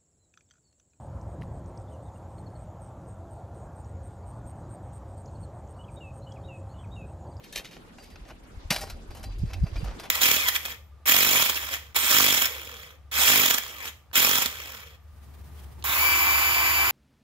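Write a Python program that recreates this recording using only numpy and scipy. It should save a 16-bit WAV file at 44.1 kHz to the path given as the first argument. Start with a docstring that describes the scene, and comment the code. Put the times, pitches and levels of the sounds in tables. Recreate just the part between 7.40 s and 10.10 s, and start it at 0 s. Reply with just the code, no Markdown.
"""Open ground outdoors: metal tent poles are swung, laid down on tent fabric and shifted about.
Each contact is gritty noise shaped as thud, body and treble; it sets tube modes, a loose joint
or a short clink ringing faintly, and one sharp knock stands out. The poles sit a little left.
Wind rumbles (shaped noise) and buffets (short low pulses) on the microphones over a quiet hush."""
import sys
import numpy as np
from scipy import signal
from scipy.fft import rfft, irfft, next_fast_len
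from scipy.io import wavfile

SR = 44100
rng = np.random.default_rng(int(sys.argv[2]) if len(sys.argv) > 2 else 0)


def wrap_up_sound(samples):
    """Save the sound to the file named by the first command line argument, as 16-bit audio."""
    columns = np.atleast_2d(samples).T
    # keep every value between -1 and 1, then stretch to whole-number steps
    tamed = np.clip(columns, -1, 1)
    steps = np.round(tamed * 32767).astype(np.int16)
    wavfile.write(sys.argv[1], SR, steps)


N = 119070

# Outdoor hush with fabric rustle, level over time: start_s [s], level_db [dB]
RUSTLE_LEVEL = [(0.0, -55), (1.02, -57), (1.53, -54), (2.13, -56.5), (2.52, -48.5), (2.7, -52)]
# Spectrum of the hush: pitch_hz [Hz], level_db [dB per Hz]
HUSH_SPECTRUM = [(100, -11), (230, -9.5), (680, -17.5), (1550, -24), (4000, -29.5), (7400, -37),
                 (11000, -41.5), (13000, -44)]
# Likeness of left and right in the hush: pitch_hz [Hz], likeness [0 to 1]
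STEREO_LIKENESS = [(60, 1), (240, 0.66), (950, 0)]

# Wind strength over time: start_s [s], level_db [dB]
GUST_LEVEL = [(0.0, -60), (0.73, -53), (0.96, -50.5), (1.14, -52.5), (1.39, -44.5), (1.71, -47),
              (2.0, -36.5), (2.12, -34), (2.27, -37.5), (2.38, -34.5), (2.52, -42), (2.7, -56)]
# Spectrum of the wind rumble: pitch_hz [Hz], level_db [dB per Hz]
WIND_SPECTRUM = [(25, -1.5), (43, 6.5), (63, 0), (97, -2.5), (162, -20), (300, -27)]
# Single wind buffets: peak_s [s], level_db [dB at peak], pitch_hz [Hz], width_s [s],
# left_over_right_db [dB], push [+1 push, -1 pull]
WIND_BUFFETS = [(.19, -41.5, 43.6, 0.012, 1.5, 1), (0.828, -37, 48.6, 0.016, -1, 1),
                (1.177, -32, 58.6, 0.0055, 5, 1), (1.259, -29, 65, 0.0052, 3.5, -1),
                (1.313, -22, 177, 0.0032, -1, 1), (1.694, -30, 49.7, 0.0059, 1.5, -1),
                (2.037, -21.5, 135, 0.0031, -13.5, 1), (2.053, -25, 98, .008, 4, 1),
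                (2.0376, -36, 293, 0.0015, -14, 1), (2.124, -29, 58, 0.017, -2, -1),
                (2.191, -32, 87.3, 0.027, -10, 1), (2.228, -15, 61.3, 0.0099, 3, -1),
                (2.239, -17, 137.4, 0.0041, -10, 1), (2.332, -24, 67, 0.006, -4, -1),
                (2.434, -21.5, 103, 0.0024, -10, 1), (2.472, -33, 56, 0.044, -5, -1)]
WIND_OWN_DB = -9.5   # the part that differs between the microphones, against the shared part

# Pole contacts: peak_s [s], level_db [dB], thud_db [dB re level], treble_db [dB re level],
# ring_db [dB re level], rise_s [s for 20 dB], t60_s [s], clink_hz [Hz]
POLE_CONTACTS = [(0.04, -52, -36, -2, -9.5, .008, 0.12, 2860), (0.127, -50, -35, 7, -3, .004, 0.094, 2400),
                 (0.16, -33.5, -9.5, -3, -24, .005, 0.086, 3950),
                 (0.178, -36.5, -27, -4, -9, .03, 0.08, 1820), (0.198, -47, 0, -4, -19, .015, 0.11, 2720),
                 (0.248, -42, -11.5, -9, -23, .006, 0.14, 3810),
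                 (0.313, -52, -4.5, -6, -18, .006, 0.18, 1755), (0.335, -54, -7, -7, -14, .02, 0.18, 2940),
                 (0.368, -51, 9.5, -30, -20, .0007, 0.022, 1760),
                 (0.585, -50, 2.5, -16, -9, .003, 0.084, 2820),
                 (0.637, -51.5, -16, -4, -17, .02, 0.16, 2260),
                 (0.704, -59, -22, -5, -7.5, .008, 0.22, 4770),
                 (0.758, -51.5, 1, -15, -26, .004, 0.052, 2690),
                 (0.853, -56, -1.5, -26, -22, .001, 0.076, 1820),
                 (0.89, -53.5, 0.5, -6.5, -22, .025, 0.11, 2530),
                 (0.907, -50, 8.5, -12, -24, .015, 0.06, 3020),
                 (1.306, -22, -9.5, -2.5, -41, .003, 0.082, 4610),
                 (1.315, -22, -4.5, -14, -11, .004, 0.032, 2550),
                 (1.325, -34, -1, -1, -7.5, .008, 0.24, 3940), (1.362, -28, -9, -9, -37, .005, 0.057, 2510),
                 (1.384, -45.5, 4, 2, -25, .01, 0.1, 4060), (1.411, -41.5, -1.5, 3, -8, .005, 0.15, 4900),
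                 (1.424, -42.5, -16, -5, 3, .01, 0.048, 4720),
                 (1.438, -47.5, 12.5, -12, -22, .005, 0.03, 1750),
                 (1.471, -53, 4.5, -4, -25, .005, 0.19, 4200),
                 (1.499, -42, -3.5, -2, -16.5, .002, 0.085, 4150),
                 (1.707, -52, 5.5, -6, -8, .002, 0.078, 2600), (1.75, -54, 3.5, 1.5, -5, .003, 0.11, 3000),
                 (1.772, -55.5, 5.5, 1.5, -8.5, .012, 0.18, 3130),
                 (1.83, -55.5, -17, 1, -25, .003, 0.18, 3280),
                 (1.84, -43.5, -2, -2.5, -9, .004, 0.057, 4740),
                 (1.985, -67, -3, 9.5, 2.5, .004, 0.14, 5400), (2.058, -58, -6, -13, -3, .004, 0.15, 4620),
                 (2.104, -53.5, 2, -11.5, -26, .04, 0.38, 2665),
                 (2.134, -39, -15, -8.5, -26, .0015, 0.066, 4730),
                 (2.14, -41.5, -2, -20, -12.5, .004, 0.032, 2670),
                 (2.237, -56, 3, -10, -4, .005, 0.071, 4830),
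                 (2.268, -49.5, 3.5, -29, -16, .012, 0.084, 2700),
                 (2.358, -45, 0, -29, -11.5, .002, 0.15, 2470),
                 (2.369, -43, -5.5, -29, -26, .012, 0.043, 2530), (2.42, -54, 3, -25, -23, .002, .03, 2720),
                 (2.443, -49, 3, -3, -12.5, .004, 0.089, 4560), (2.46, -52, 9, -12, -17, .001, 0.042, 1000),
                 (2.48, -48, 6.5, -24, -34, .015, 0.27, 1200), (2.511, -73, 12, -11, -7, .015, 0.067, 1900),
                 (2.598, -40.5, 0.5, -4, -19, .0015, 0.076, 4800),
                 (2.639, -45, 1, -6.5, -15, .015, 0.16, 3480), (2.654, -51.5, 7, -5, -14, .01, 0.081, 2680)]
# Spectra of the three scrape layers: pitch_hz [Hz], level_db [dB per Hz]
THUD_SPECTRUM = [(120, -3.5), (400, -3), (620, 4), (1500, -5.5)]
BODY_SPECTRUM = [(1400, 10), (2500, 16.5), (3500, 10.5), (4700, 10), (6200, 5)]
TREBLE_SPECTRUM = [(5800, 7), (7100, 5.5), (10200, 5), (12000, 6.5), (13800, 1), (14800, -31)]
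GRIT_PER_S, GRIT_SPREAD_DB, GRIT_SHARE = 3500, 6, 0.45   # impacts per second, size spread, share of the mix
CLUMP_DB, CLUMP_HZ = 1.8, 260   # the grit comes in clumps
TICK_S = .008   # a contact with this rise adds a tick as strong as the grit; faster ones tick harder

CLINK_DB, CLINK_T60_S = -23, 0.036
# Modes of the joint that rattles while the pole is swung up: pitch_hz [Hz], level_db [dB]
JOINT_MODES = [(1770, -15), (2590, -21), (3170, -14.5), (3730, -14.5), (4230, -14.5), (6090, -20),
               (12400, -22)]
JOINT_T60_S, SWING_END_S = .055, .4
# Ringing modes of the tubes: pitch_hz [Hz], level_db [dB], t60_s [s]
TUBE_MODES = [(785, -9, .14), (590, -7, .08), (1890, -11, .16), (4270, -12, .15), (2400, -16, .12),
              (2620, -16, .1), (4040, -16, .34), (4742, -7, .45), (5140, -12, .1), (5600, -16, .1),
              (7650, -18, .1), (8920, -18, .1), (11400, -14, .09), (13140, -19, .12)]
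RING_DB, STRIKE_SPREAD_DB = -18.5, 2.0
TWIN_RATIO = .991   # a tube is never quite round: each mode has a close twin
FLUTTER_DB, FLUTTER_HZ = 2.5, 35   # the ringing flutters as the held tubes wobble

RIGHT_LAG_SAMPLES, POLE_PAN_DB = .75, 0.5   # pan is left over right
SCATTER_DB = -17.5
CUTOFF_HZ = 16450


def amp(db):
    """dB to gain."""
    return 10 ** (np.asarray(db) / 20)


def rms_one(x):
    """Scale to rms 1."""
    return x / np.sqrt(np.mean(x ** 2) + 1e-20)


def in_time(rows):
    """A curve read at every sample."""
    s, value = np.transpose(rows)
    return np.interp(np.arange(N) / SR, s, value)


def at_hz(points, hz):
    """A spectrum read on a log-frequency axis."""
    point_hz, value = np.transpose(points)
    return np.interp(np.log(hz), np.log(np.maximum(point_hz, 1)), value)


def coloured(x, spectrum):
    """Shape a signal by a spectrum with steep ends; minimum phase, so nothing sounds early; rms 1."""
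    size = next_fast_len(N)
    hz = np.maximum(np.arange(size // 2 + 1) * SR / size, 1)
    octaves_below = np.maximum(np.log2(spectrum[0][0] / hz), 0)
    octaves_above = np.maximum(np.log2(hz / spectrum[-1][0]), 0)
    # 36 dB per octave beyond the listed ends, for two octaves
    level_db = at_hz(spectrum, hz) - 36 * np.minimum(octaves_below + octaves_above, 2)
    # folding the cepstrum forward gives the minimum phase
    cepstrum = irfft(level_db * np.log(10) / 20, size)
    cepstrum[1:size // 2] *= 2
    cepstrum[size // 2 + 1:] = 0
    response = np.exp(rfft(cepstrum))
    return rms_one(irfft(rfft(x, size) * response, size)[..., :N])


def drift(rate):
    """Random wander of spread 1, low-passed near rate in Hz and computed every 40 samples."""
    r = np.exp(-80 * np.pi * rate / SR)
    noise = rng.standard_normal(N // 40 + 2002)
    slow = signal.lfilter([1], [1, -2 * r, r * r], noise)[2000:]   # drop the filter's start-up
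    return np.interp(np.arange(N) / 40, np.arange(len(slow)), rms_one(slow))


def ring(drive, hz, t60):
    """A two-pole resonator: a unit click sets a decaying sine of height 1 ringing."""
    r = amp(-60 / (max(t60, .01) * SR))
    w = 2 * np.pi * hz / SR
    return signal.lfilter([0, np.sin(w)], [1, -2 * r * np.cos(w), r * r], drive + 1e-18)


def hush():
    """Half-octave bands of stereo noise, each flickering, more alike left and right in the bass."""
    out = 0
    edges = 100 * 2 ** np.arange(0, 7.6, .5)
    white = rng.standard_normal((2, 2, N))
    for k, (low, high) in enumerate(zip(edges, edges[1:])):
        band = signal.butter(2, [low, high], "band", fs=SR, output="sos")
        mid, side = signal.sosfilt(band, white[k % 2])
        alike = np.clip(at_hz(STEREO_LIKENESS, np.sqrt(low * high)), 0, 1)
        stereo = np.sqrt(1 + alike) * mid + np.sqrt(1 - alike) * side * [[1], [-1]]
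        out = out + amp(3.1 * drift(17.8)) * stereo
    shaped = coloured(out, HUSH_SPECTRUM)
    # the level is set by what lies above 500 Hz
    above = signal.sosfilt(signal.butter(4, 500, "high", fs=SR, output="sos"), shaped)
    return amp(in_time(RUSTLE_LEVEL)) * shaped / np.std(above)


def wind():
    """Lumpy low noise, mostly shared by both microphones, plus the single buffets."""
    shared, own = coloured(rng.standard_normal((2, N)), WIND_SPECTRUM)
    own = signal.sosfilt(signal.butter(2, 70, "high", fs=SR, output="sos"), own)
    strength = amp(in_time(GUST_LEVEL) + 2.5 * drift(6))
    rumble = strength * (shared + amp(WIND_OWN_DB) * own * [[1], [-1]])
    return rumble + buffets()


def buffets():
    """Each buffet is a low cosine under a bell-shaped swell, pushing or pulling at its peak."""
    out = np.zeros((2, N))
    t = np.arange(N) / SR
    for s, db, hz, width, pan_db, push in WIND_BUFFETS:
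        swell = amp(db) * np.exp(-.5 * ((t - s) / width) ** 2)
        puff = np.sign(push) * swell * np.cos(2 * np.pi * hz * (t - s))
        out = out + puff * amp([[pan_db / 2], [-pan_db / 2]])
    return out


def grit():
    """Uneven micro-impacts over a bed of noise, in clumps, with one tick at each contact's peak."""
    sizes = amp(GRIT_SPREAD_DB * np.minimum(rng.exponential(1, N), 2.5)) * rng.choice([-1, 1], N)
    impacts = rms_one(sizes * (rng.random(N) < GRIT_PER_S / SR))
    out = GRIT_SHARE * impacts + (1 - GRIT_SHARE) * rng.standard_normal(N)
    out = rms_one(out * amp(CLUMP_DB * drift(CLUMP_HZ)))
    s, *_, rise, _, _ = np.transpose(POLE_CONTACTS)
    out[(s * SR).astype(int)] += TICK_S / rise
    return out


def envelopes():
    """First sample and rise-and-decay shape of each contact, straight lines in dB."""
    for s, *_, rise, t60, _ in POLE_CONTACTS:
        t = np.arange(-2 * rise, t60, 1 / SR)
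        i = int((s - 2 * rise) * SR)
        shape_db = np.where(t < 0, 20 * t / rise, -60 * t / t60)
        yield i, amp(shape_db)[:N - i]


def swells(db):
    """Power sum of all contact envelopes at the given levels."""
    power = np.zeros(N)
    for (i, shape), level in zip(envelopes(), db):
        power[i:i + len(shape)] += (amp(level) * shape) ** 2
    return np.sqrt(power)


def scrapes(g):
    """Thud, body and treble of the grit under each contact's envelope."""
    _, db, thud_db, treble_db, *_ = np.transpose(POLE_CONTACTS)
    layers = ((THUD_SPECTRUM, db + thud_db), (BODY_SPECTRUM, db), (TREBLE_SPECTRUM, db + treble_db))
    return sum(coloured(g, colour) * swells(level) for colour, level in layers)


def clinks(g):
    """The joint that touches gives a short ring at a pitch of its own."""
    out = np.zeros(N)
    for (i, shape), (_, db, *_, hz) in zip(envelopes(), POLE_CONTACTS):
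        drive = g[i:i + len(shape)] * shape * amp(db + CLINK_DB)
        out[i:i + len(shape)] += ring(drive, hz, CLINK_T60_S)
    return out


def loose_joint(g):
    """While the pole is swung up, the grit rings the modes of its loose joint."""
    _, db, _, _, ring_db, *_ = np.transpose(POLE_CONTACTS)
    swung = np.arange(N) < SWING_END_S * SR
    return sum(ring(g * swung * swells(db + ring_db + mode_db), hz, JOINT_T60_S)
               for hz, mode_db in JOINT_MODES)


def tubes(g):
    """After the swing, each contact's grit drives every pair of tube modes with its own strength."""
    _, db, _, _, ring_db, *_ = np.transpose(POLE_CONTACTS)
    spread = STRIKE_SPREAD_DB * rng.standard_normal((len(db), len(TUBE_MODES)))
    after_swing = np.arange(N) >= SWING_END_S * SR
    out = np.zeros(N)
    for k, (hz, mode_db, t60) in enumerate(TUBE_MODES):
        drive = g * after_swing * swells(db + ring_db + RING_DB + mode_db + spread[:, k])
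        pair = ring(drive, hz, t60) + .5 * ring(drive, hz * TWIN_RATIO, t60 / 2)
        out += pair * amp(FLUTTER_DB * drift(FLUTTER_HZ)) * (-1) ** k   # modes alternate in sign
    return out


def scattered_treble():
    """Scrapes of fresh noise, tilted to the treble and opposite left and right, off the fabric."""
    return np.diff(scrapes(rng.standard_normal(N)), prepend=0) * [[1], [-1]]


def scene():
    """Poles a little left of centre, with treble scattered off the fabric, over hush and wind."""
    g = grit()
    poles = scrapes(g) + clinks(g) + loose_joint(g) + tubes(g)
    # a delay of part of a sample, made by turning the phase
    lag = np.exp(-2j * np.pi * RIGHT_LAG_SAMPLES * np.arange(N // 2 + 1) / N)
    late = irfft(rfft(poles) * lag, N)
    direct = np.stack([poles, late]) * amp([[POLE_PAN_DB / 2], [-POLE_PAN_DB / 2]])
    return hush() + wind() + direct + amp(SCATTER_DB) * scattered_treble()


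def record(dry):
    """The top is cut steeply by a low-pass filter."""
    return signal.sosfilt(signal.cheby2(12, 70, CUTOFF_HZ, fs=SR, output="sos"), dry)


dry = scene()
out = record(dry)
wrap_up_sound(out)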